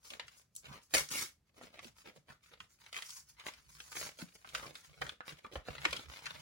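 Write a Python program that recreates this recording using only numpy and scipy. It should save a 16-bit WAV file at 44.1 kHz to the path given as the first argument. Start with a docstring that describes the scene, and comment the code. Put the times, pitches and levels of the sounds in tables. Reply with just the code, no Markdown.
"""Ripping open a cardboard mailer

In a small room lined with shelves, two pulls on the tear strip break card fibres in bursts of clicks.
Hands stroke the card (filtered click trains), and creases snap as a paper packet is drawn out and lifted.
Low gusts come from bending card, and soft bumps ring at sinking pitches.
Scattered echoes and a short tail surround it all in two channels, above a faint noise floor."""
import sys
import numpy as np
from scipy import signal
from scipy.fft import rfft, irfft
from scipy.io import wavfile

SR = 44100
rng = np.random.default_rng(int(sys.argv[2]) if len(sys.argv) > 2 else 0)


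def transcribe(u):
    """Save the signal u as a 16-bit wav file named by the first command-line argument.

    u: samples, shape (n,) or (channels, n), limited to [-1, 1]; the rate is SR.
    q: integer samples, one column per channel.
    """
    v = np.clip(np.atleast_2d(u).T, -1, 1)
    q = np.round(v * 32767).astype(np.int16)
    wavfile.write(sys.argv[1], SR, q)


N = 282681


def tear():
    """Fracture noise: fibres break in quick bunches, hiss by themselves and excite the modes of the taut card."""
    # Pulls on the tear strip, the first of which catches once. Each row: time of full speed in seconds,
    # attack in seconds, length in seconds, level in dB, card level relative to the fibres in dB.
    pulls = [(0.938, 0.0012, 0.018, -29.5, 2.5), (0.98, 0.0017, 0.01, -37, -9.5),
             (1.116, 0.0077, 0.11, -39, -4.5)]
    # Spectrum of the breaking fibres. Each row: frequency in Hz, relative level in dB.
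    fibre_spectrum = [(200, -17.5), (800, -0.5), (2000, -2), (3200, 4.5), (5800, 5), (8000, -2),
                      (11000, -2.5), (15000, -2)]
    # Response of the card to the breaks. Each row: frequency in Hz, relative level in dB.
    card_spectrum = [(60, 3), (150, 3.5), (320, 2), (550, -2.5), (780, -13.5), (1300, -2.5), (2500, 1.5),
                     (4000, -15.5), (8000, -2), (16000, -14)]
    # Resonances of the mailer's panels. Each row: frequency in Hz, width in Hz, gain in dB.
    panels = [(334, 83, -1), (550, 90, 5), (1340, 140, -2), (2180, 80, -1), (2200, 71, 13.5)]

    breaks = unit(snaps(rate=4000, spread_db=-3.0) * undb(2 * walk(rate=490)))
    fibres = unit(colour(breaks, fibre_spectrum))
    card = colour(breaks + snaps(rate=230, spread_db=4.0), card_spectrum)
    modes = sum(undb(db) * ring(card, hz, width_hz) for hz, width_hz, db in panels)
    card = unit(card + modes)

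    out = np.zeros(N)
    for s, attack_s, length_s, db, card_db in pulls:
        share = undb(card_db)
        mixture = (fibres + share * card) / np.sqrt(1 + share ** 2)
        out += undb(db) * gesture(s, attack_s, length_s, release_db_per_s=373.5) * mixture
    return out


def crinkles(flutter_t60_s=0.034, flutter=0.25, panel_db=1, panel_q=7, order=2048, count=220):
    """Snap-through buckling: a crease flips with a click, and the sheet around it flutters as a decaying noise."""
    # Creases snapping through. Each row: start in seconds, level in dB, panel pitch in Hz,
    # body in dB, brightness in dB (the last two are weighted by the snap spectrum).
    creases = [(0.1037, -46, 2770, -3, 5), (0.1966, -36.5, 3300, -1.5, -10.5),
               (0.2813, -52.5, 2940, -17, 2), (0.552, -53, 7100, -11, 50), (0.563, -44, 7520, -9, 43.5),
               (0.6535, -53, 3040, -17, 0), (0.9383, -29.5, 1260, -7, -4.5), (0.9489, -24.5, 2220, 4, -3.5),
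               (1.088, -45.5, 6000, -18, 18), (1.6127, -48.5, 520, -2, -29), (1.7917, -46, 2070, -11, -10),
               (1.8445, -49.5, 2840, 8, 0), (2.603, -46, 3020, -41, -8), (2.863, -53, 2260, -4, -5),
               (2.9282, -44.5, 2170, -9, 1), (2.944, -43, 2220, -10, -4.5), (2.965, -40, 2090, -14, -2.5),
               (2.976, -42.5, 2140, 4, 5), (3.0225, -40.5, 2200, -12, 5.5), (3.1047, -48, 7350, -21, 15),
               (3.3973, -49.5, 2100, -10, 1.5), (3.537, -52, 2170, -12, 7), (3.8026, -46, 5650, 1.5, -1.5),
               (4.446, -48.5, 1440, -12, -23), (4.4897, -52.5, 3100, -10, 16),
               (4.549, -31, 2800, -32, -2.5), (4.665, -47, 1630, -4, -7), (4.7542, -44.5, 3700, -11, -2),
               (5.016, -38.5, 1580, 14, -4), (5.0197, -33, 2270, -3, -22.5), (5.066, -44, 1350, -28, -3.5),
               (5.093, -40, 3600, -23, -3), (5.2057, -40.5, 1630, -6, -22.5), (5.2916, -48, 2800, -30, -1),
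               (5.447, -43, 1180, -2.5, -36), (5.524, -50.5, 3300, 11, -8), (5.5561, -34, 1140, 2, -18.5),
               (5.685, -37.5, 1060, 7, -16), (5.753, -49, 1400, -10, -3), (5.782, -48, 2700, -13, -13),
               (5.845, -44, 2260, -31, 0), (5.8518, -24.5, 2300, -11, -10), (5.9086, -44, 2200, -8, 11),
               (5.929, -33, 2230, -7, 0), (5.9653, -38, 3270, -13, 0.5), (6.257, -40, 1800, -29, -2),
               (6.265, -37, 1460, -17, -9)]
    # Spectrum of a snap. Each row: frequency in Hz, relative level in dB, share of the body (a factor),
    # share of the brightness (a factor).
    snap_spectrum = [(60, -4.5, 0.98, 0.02), (200, -11.5, 1, 0), (520, 4, 1, 0.25),
                     (1250, 2.5, 0.066, 0.23), (3150, 8.5, 0.34, 1.02), (8200, -7, 0.17, 1.49),
                     (15000, -17, 0.61, 1.7)]

    out, t = np.zeros(N + order), np.arange(order) / SR
    chance = rng.standard_normal((len(creases), order))
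    for (s, db, hz, body_db, bright_db), noise in zip(creases, chance):
        push = flutter * noise * np.exp(-np.log(1000) * t / flutter_t60_s)
        push[0] += 3  # the click itself
        outline = [(f, base + low * body_db + high * bright_db) for f, base, low, high in snap_spectrum]
        pop = colour(push, outline)
        pop = pop + undb(panel_db) * ring(pop, hz, hz / panel_q)
        # the level is that of the first few milliseconds
        onset_rms = np.sqrt(np.mean(pop[:count] ** 2))
        start = int(s * SR)
        out[start:start + order] += pop * undb(db) / onset_rms
    return out[:N]


def slide():
    """Stick-slip friction: coarse catches drive the sheet, fine ones hiss, and an occasional crease ticks."""
    # Outlines of the three bands. Each row: frequency in Hz, relative level in dB.
    body_spectrum = [(80, -7.5), (200, -5), (350, -9), (550, -5), (800, -18), (1300, -17.5), (4000, -63.5)]
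    sheet_spectrum = [(250, -33.5), (600, -17), (950, 3), (1400, 5), (1800, 1), (2200, 5.5), (2700, 0.5),
                      (4000, -0.5), (6000, -18.5), (14000, -25)]
    hiss_spectrum = [(1500, -62.5), (3000, -25), (4500, 10.5), (6500, 13.5), (8500, 7.5), (12000, 4),
                     (15500, 5)]

    body_gain, sheet_gain, hiss_gain = rubbing()
    ticks = snaps(rate=32, spread_db=1.8)
    catches = snaps(rate=300, spread_db=3.2) + ticks
    grain = snaps(rate=9000, spread_db=1.8)
    body = unit(colour(catches + 0.15 * grain, body_spectrum)) * body_gain
    sheet = unit(colour(catches + 0.5 * grain, sheet_spectrum)) * sheet_gain
    hiss = unit(colour(0.2 * catches + grain, hiss_spectrum)) * hiss_gain
    pressure_db = 2.0 * walk(rate=110)
    return undb(pressure_db) * (body + sheet + hiss)


def rubbing():
    """Friction grows with speed: at each moment the strongest stroke sets the gains of body, sheet and hiss."""
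    # Strokes of hand or paper over the card. Each row: time of full speed in seconds, length in seconds,
    # sheet level in dB, body relative to the sheet in dB, hiss relative to the sheet in dB.
    strokes = [(0.049, 0.073, -63.5, -11, 4.5), (0.126, 0.014, -55.5, 0, -5.5),
               (0.2, 0.075, -67.5, -0.5, -9), (0.27, 0.12, -68.5, -12, -1.5), (0.372, 0.02, -66.5, -9.5, 5),
               (0.572, 0.017, -80.5, -7, 19.5), (0.653, 0.12, -57, -3.5, -9.5),
               (0.834, 0.011, -77.5, -12, 10), (0.929, 0.0076, -56, -9, 1),
               (1.475, 0.0082, -79.5, -4, -6.5), (1.574, 0.011, -61, 2.5, -7.5),
               (1.623, 0.032, -57.5, 0, -8), (1.737, 0.025, -59, -0.5, -12), (1.835, 0.032, -60, -2, 0),
               (1.982, 0.023, -65, -12, 1), (2.066, 0.025, -58, 1.5, -9), (2.155, 0.015, -68, 4, -3),
               (2.303, 0.0065, -58, -2, -7), (2.435, 0.068, -67.5, -16.5, -5),
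               (2.526, 0.0088, -61, -2, -12), (2.606, 0.027, -71.5, -0.5, 1), (2.713, 0.03, -74.5, -10, 5),
               (2.81, 0.078, -65, -13, -3), (2.944, 0.076, -55.5, -17, -2.5), (3.047, 0.15, -60.5, -21, 7),
               (3.291, 0.0076, -68, -29, 7), (3.385, 0.064, -60.5, -20, -12),
               (3.466, 0.0099, -49, -6.5, -4.5), (3.543, 0.028, -61.5, -11, -9),
               (3.693, 0.076, -66.5, -16, 4), (3.792, 0.12, -62, -14, 2.5),
               (3.919, 0.04, -55.5, -11.5, 1.5), (3.961, 0.1, -47.5, -6, 1), (4.193, 0.035, -56.5, -3, -1),
               (4.351, 0.0061, -65.5, 0, 4.5), (4.467, 0.05, -61, -7, -4), (4.552, 0.035, -49.5, -5.5, -3),
               (4.628, 0.067, -57.5, 2.5, -3), (4.746, 0.053, -61.5, -6, -0.5),
               (4.844, 0.013, -58.5, -12, -3.5), (4.895, 0.22, -66, -2.5, -7),
               (5.017, 0.085, -60.5, 3.5, -2), (5.275, 0.03, -53.5, -8.5, -6),
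               (5.375, 0.012, -62.5, -5, -8), (5.44, 0.018, -62.5, 3.5, -9), (5.535, 0.032, -59, 3.5, -4.5),
               (5.667, 0.34, -56, -3.5, -9), (5.81, 0.22, -50.5, -5, -8), (6.101, 0.09, -53, -10, -7.5),
               (6.23, 0.19, -53, -9.5, -9)]
    # A faint, steady rub of the holding fingers. One row: time of full speed in seconds, length in seconds,
    # sheet level in dB, body relative to the sheet in dB, hiss relative to the sheet in dB.
    hold = (3.5, 1, -72.5, -10, 0)

    def strength(row, sag_db_per_s):
        """Band gains of one movement, proportional to its speed."""
        s, length_s, db, body_db, hiss_db = row
        speed = gesture(s, 0.014, length_s, release_db_per_s=352.5, sag_db_per_s=sag_db_per_s)
        return np.outer(undb([db + body_db, db, db + hiss_db]), speed)

    gains = strength(hold, sag_db_per_s=0)
    for row in strokes:
        gains = np.maximum(gains, strength(row, sag_db_per_s=16.5))
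    return gains


def scrapes(panel_q=4):
    """Stick-slip excitation of a resonator: a finger stutters over the card and keeps one panel ringing."""
    # Fingers dragging on the card. Each row: middle in seconds, level in dB, panel pitch in Hz,
    # half length in seconds.
    drags = [(0.734, -54, 1004, 0.03), (2.31, -53, 1360, 0.011), (3.47, -51.5, 1060, 0.012),
             (4.633, -50.5, 1190, 0.016)]

    slips = snaps(rate=900, spread_db=1.5)
    out = np.zeros(N)
    for s, db, hz, half_s in drags:
        panel = ring(ring(slips, hz, hz / panel_q), hz, hz)
        out += undb(db) * swell(s, half_s) * unit(panel)
    return out


def gusts():
    """Volume displacement: the whole sheet bends and pushes air as low-frequency noise."""
    # Bends of the sheet. Each row: middle in seconds, level in dB, half length in seconds.
    bends = [(0.228, -61, 0.025), (0.716, -51, 0.033), (0.999, -49.5, 0.032), (1.833, -59.5, 0.044),
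             (2.619, -58, 0.016), (3.4, -75.5, 0.45), (3.728, -65, 0.07), (4.034, -57.5, 0.047),
             (4.61, -56, 0.076), (4.903, -59.5, 0.017), (5.03, -49.5, 0.032), (5.328, -53.5, 0.018),
             (5.571, -43, 0.012), (5.7, -45, 0.013), (5.874, -51.5, 0.071), (6.076, -53.5, 0.025),
             (6.34, -57, 0.069)]

    outline = [(20, -51.5), (40, -13.0), (58, 15.5), (100, -5.5),
               (145, 10.0), (220, -12.5), (400, -20.5), (1500, -76)]
    air = unit(colour(rng.standard_normal(N), outline))
    return air * sum(undb(db) * swell(s, half_s) for s, db, half_s in bends)


def bumps(octave_drop_s=0.093):
    """Contact stiffness sets pitch: soft bumps ring briefly and sink in pitch as the contact slackens."""
    # Bumps of hand and card on the desk. Each row: start in seconds, level in dB, first pitch in Hz,
    # decay time to -60 dB in seconds.
    contacts = [(0.71, -43.5, 144.6, 0.076), (1.852, -41, 271, 0.06), (2.178, -50, 158, 0.1),
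                (2.3, -47.5, 157.3, 0.1), (4.224, -31, 202.4, 0.063), (5.02, -48, 155, 0.24),
                (5.56, -43.5, 158, 0.1), (5.687, -28.5, 154, 0.03), (5.86, -23, 350, 0.023)]

    out = np.zeros(N)
    for s, db, hz, t60_s in contacts:
        t = np.maximum(np.arange(N) / SR - s, 0)
        # the pitch falls as 1 / (1 + t / octave_drop_s)
        phase = 2 * np.pi * hz * octave_drop_s * np.log1p(t / octave_drop_s)
        swing = np.sin(phase) + 0.44 * np.sin(1.3 * phase)
        onset = 1 - np.exp(-t / 0.002)
        out += undb(db) * swing * onset * np.exp(-np.log(1000) * t / t60_s)
    return out


def gesture(s, attack_s, length_s, release_db_per_s, sag_db_per_s=0):
    """Speed envelope: a movement gathers speed until s, slackens at the sag rate, then dies away."""
    t = np.arange(N) / SR - s
    fall_db = sag_db_per_s * np.maximum(t, 0) + release_db_per_s * np.maximum(t - length_s, 0)
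    return np.exp(np.clip(t / attack_s, -20, 0)) * undb(-np.minimum(fall_db, 200))


def swell(s, half_s):
    """Gaussian envelope: a smooth rise and fall around a moment."""
    return np.exp(-0.5 * ((np.arange(N) / SR - s) / half_s) ** 2)


def snaps(rate, spread_db):
    """Random impulse process: tiny clicks, rate a second on average, of unequal size and either sign."""
    hit = rng.random(N) < rate / SR
    size = undb(spread_db * np.minimum(rng.exponential(size=N), 4))
    return unit(hit * size * rng.choice([-1, 1], N))


def walk(rate):
    """Slow random fluctuation: rate random points a second joined by lines, with a spread near 1."""
    points = rng.standard_normal(N // 20)
    return np.interp(np.arange(N) / SR * rate, np.arange(len(points)), points)


def room(x, near_db=2.5, own_tail_db=-10, shared_near_db=-8, shared_tail_db=-12, lifted_db=-7):
    """Decorrelation: both channels share one sound, and mid-range scatter drawn for each sets them apart."""
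    # The packet is lifted to the left. Each row: time in seconds, share of the move done (a fraction).
    lift = [(4.7, 0), (5.0, 0.77)]
    scatter_t60_s = 0.032

    shared = x + undb(shared_near_db) * scatter(x, scatter_t60_s) + undb(shared_tail_db) * shelves(x)
    # scatter takes over from the direct sound in the mid-range
    shared = colour(shared, [(200, -2.5), (600, -1.0), (2000, -13), (6000, -5.5), (9500, 2), (16000, -0.5)])
    mids = cut(cut(x, 550, "high", order=1), 8750, "low", order=6)
    # above 5.3 kHz the left channel lags slightly, as the recorder makes it; the left also has less bass
    left = colour(delay(shared, 0.000188, above_hz=5300), [(500, -6.5), (1000, -1)])
    # as the packet is lifted, part of the mid-range reaches the right channel late
    lifted = curves(lift)[0]
    right = shared + undb(lifted_db) * lifted * delay(mids, 0.00045)

    def with_own_echoes(channel):
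        """Add echoes drawn afresh, so that the channels are decorrelated."""
        return channel + undb(near_db) * scatter(mids, scatter_t60_s) + undb(own_tail_db) * shelves(mids)

    return np.array([with_own_echoes(left), with_own_echoes(right)])


def scatter(x, t60_s, size=3072):
    """Time-varying scattering: echoes off hands, body and desk change pattern as the paper keeps moving."""
    hop = size // 2
    t = np.arange(hop) / SR
    padded = np.pad(x, (hop, 2 * size))
    out = np.zeros(len(padded))
    # overlapping windows, each with an echo pattern of its own
    for start in range(0, N + hop, hop):
        echoes = rng.standard_normal(hop) * np.exp(-np.log(1000) * t / t60_s)
        window = padded[start:start + size] * np.hanning(size)
        heard = signal.fftconvolve(window, unit(echoes) / np.sqrt(hop))
        out[start:start + len(heard)] += heard
    return out[hop:hop + N]


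def shelves(x, size=16384):
    """Diffuse reverberation: exponentially decaying noise is the short, dry tail of a room full of books."""
    t60_s, treble_t60_s = 0.16, 0.18
    t = np.arange(size) / SR
    low, high = rng.standard_normal((2, size))
    tail = cut(low, 2000, "low") * undb(-60 * t / t60_s)
    tail = tail + cut(high, 1300, "high") * undb(-60 * t / treble_t60_s)
    build_up = 1 - np.exp(-t / 0.023)
    return signal.fftconvolve(x, unit(tail * build_up) / np.sqrt(size))[:N]


def delay(x, s, above_hz=0):
    """Linear phase is pure delay: shift by any fraction of a sample, leaving what lies under above_hz in place."""
    shifted_hz = np.maximum(np.fft.rfftfreq(2 * N, 1 / SR) - above_hz, 0)
    return irfft(rfft(x, 2 * N) * np.exp(-2j * np.pi * shifted_hz * s))[:N]


def quiet(level_db=-77, apart=0.55):
    """Partly correlated noise floor: faint room rumble and microphone hiss, wider above the bass."""
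    # Spectrum of the noise floor. Each row: frequency in Hz, relative level in dB.
    floor_spectrum = [(30, -11), (55, -2), (180, -12), (300, -21), (1000, -30.5), (5000, -36.5),
                      (15000, -44)]

    mid, side = (unit(colour(rng.standard_normal(N), floor_spectrum)) for _ in range(2))
    opposed = cut(side, 250, "high") * np.array([[1], [-1]])
    return undb(level_db) * (mid + apart * opposed)


def undb(db):
    """Logarithmic level: decibels to amplitude gain."""
    return 10 ** (np.asarray(db) / 20)


def unit(x):
    """Equal mean power: scale to rms 1."""
    return x / np.sqrt(np.mean(x ** 2) + 1e-30)


def curves(table):
    """Linear interpolation: each column of a table after the first, joined by straight lines in time."""
    s, *columns = np.transpose(table)
    return [np.interp(np.arange(N) / SR, s, c) for c in columns]


def colour(x, points, size=2048):
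    """Minimum-phase filtering: a causal filter with the given (Hz, dB) outline, by folding the cepstrum."""
    hz, db = np.transpose(points)
    grid = np.maximum(np.fft.rfftfreq(size, 1 / SR), 1)
    log_gain = np.log(undb(np.interp(np.log(grid), np.log(hz), db)))
    cepstrum = irfft(log_gain)
    cepstrum[1:size // 2] *= 2
    cepstrum[size // 2 + 1:] = 0
    response = irfft(np.exp(rfft(cepstrum)))
    return signal.fftconvolve(x, response)[:len(x)]


def ring(x, hz, width_hz):
    """Damped oscillator: one resonance, with gain 1 at its centre."""
    return signal.lfilter(*signal.iirpeak(hz, hz / width_hz, fs=SR), x)


def cut(x, hz, kind, order=2):
    """Maximally flat filtering: Butterworth low-pass or high-pass."""
    return signal.sosfilt(signal.butter(order, min(hz, SR / 2 - 1), kind, fs=SR, output="sos"), x)


def scene():
    """Superposition: all the paper sounds add, are placed in the room by level difference, and join the noise."""
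    # Place of the hands. Each row: time in seconds, left minus right in dB.
    place = [(0, 2), (0.6, 0.5), (4.6, 0.8), (5.2, 1)]

    pan_db = curves(place)[0]
    paper = tear() + crinkles() + slide() + scrapes() + gusts() + bumps()
    return room(paper) * undb(np.array([pan_db, -pan_db]) / 2) + quiet()


def record(dry):
    """Band limitation: the phone drops the deepest bass and cuts the top steeply."""
    without_bass = cut(dry, 42, "high", order=4)
    return signal.sosfilt(signal.ellip(8, 0.2, 70, 15900, fs=SR, output="sos"), without_bass)


dry = scene()
out = record(dry)
transcribe(out)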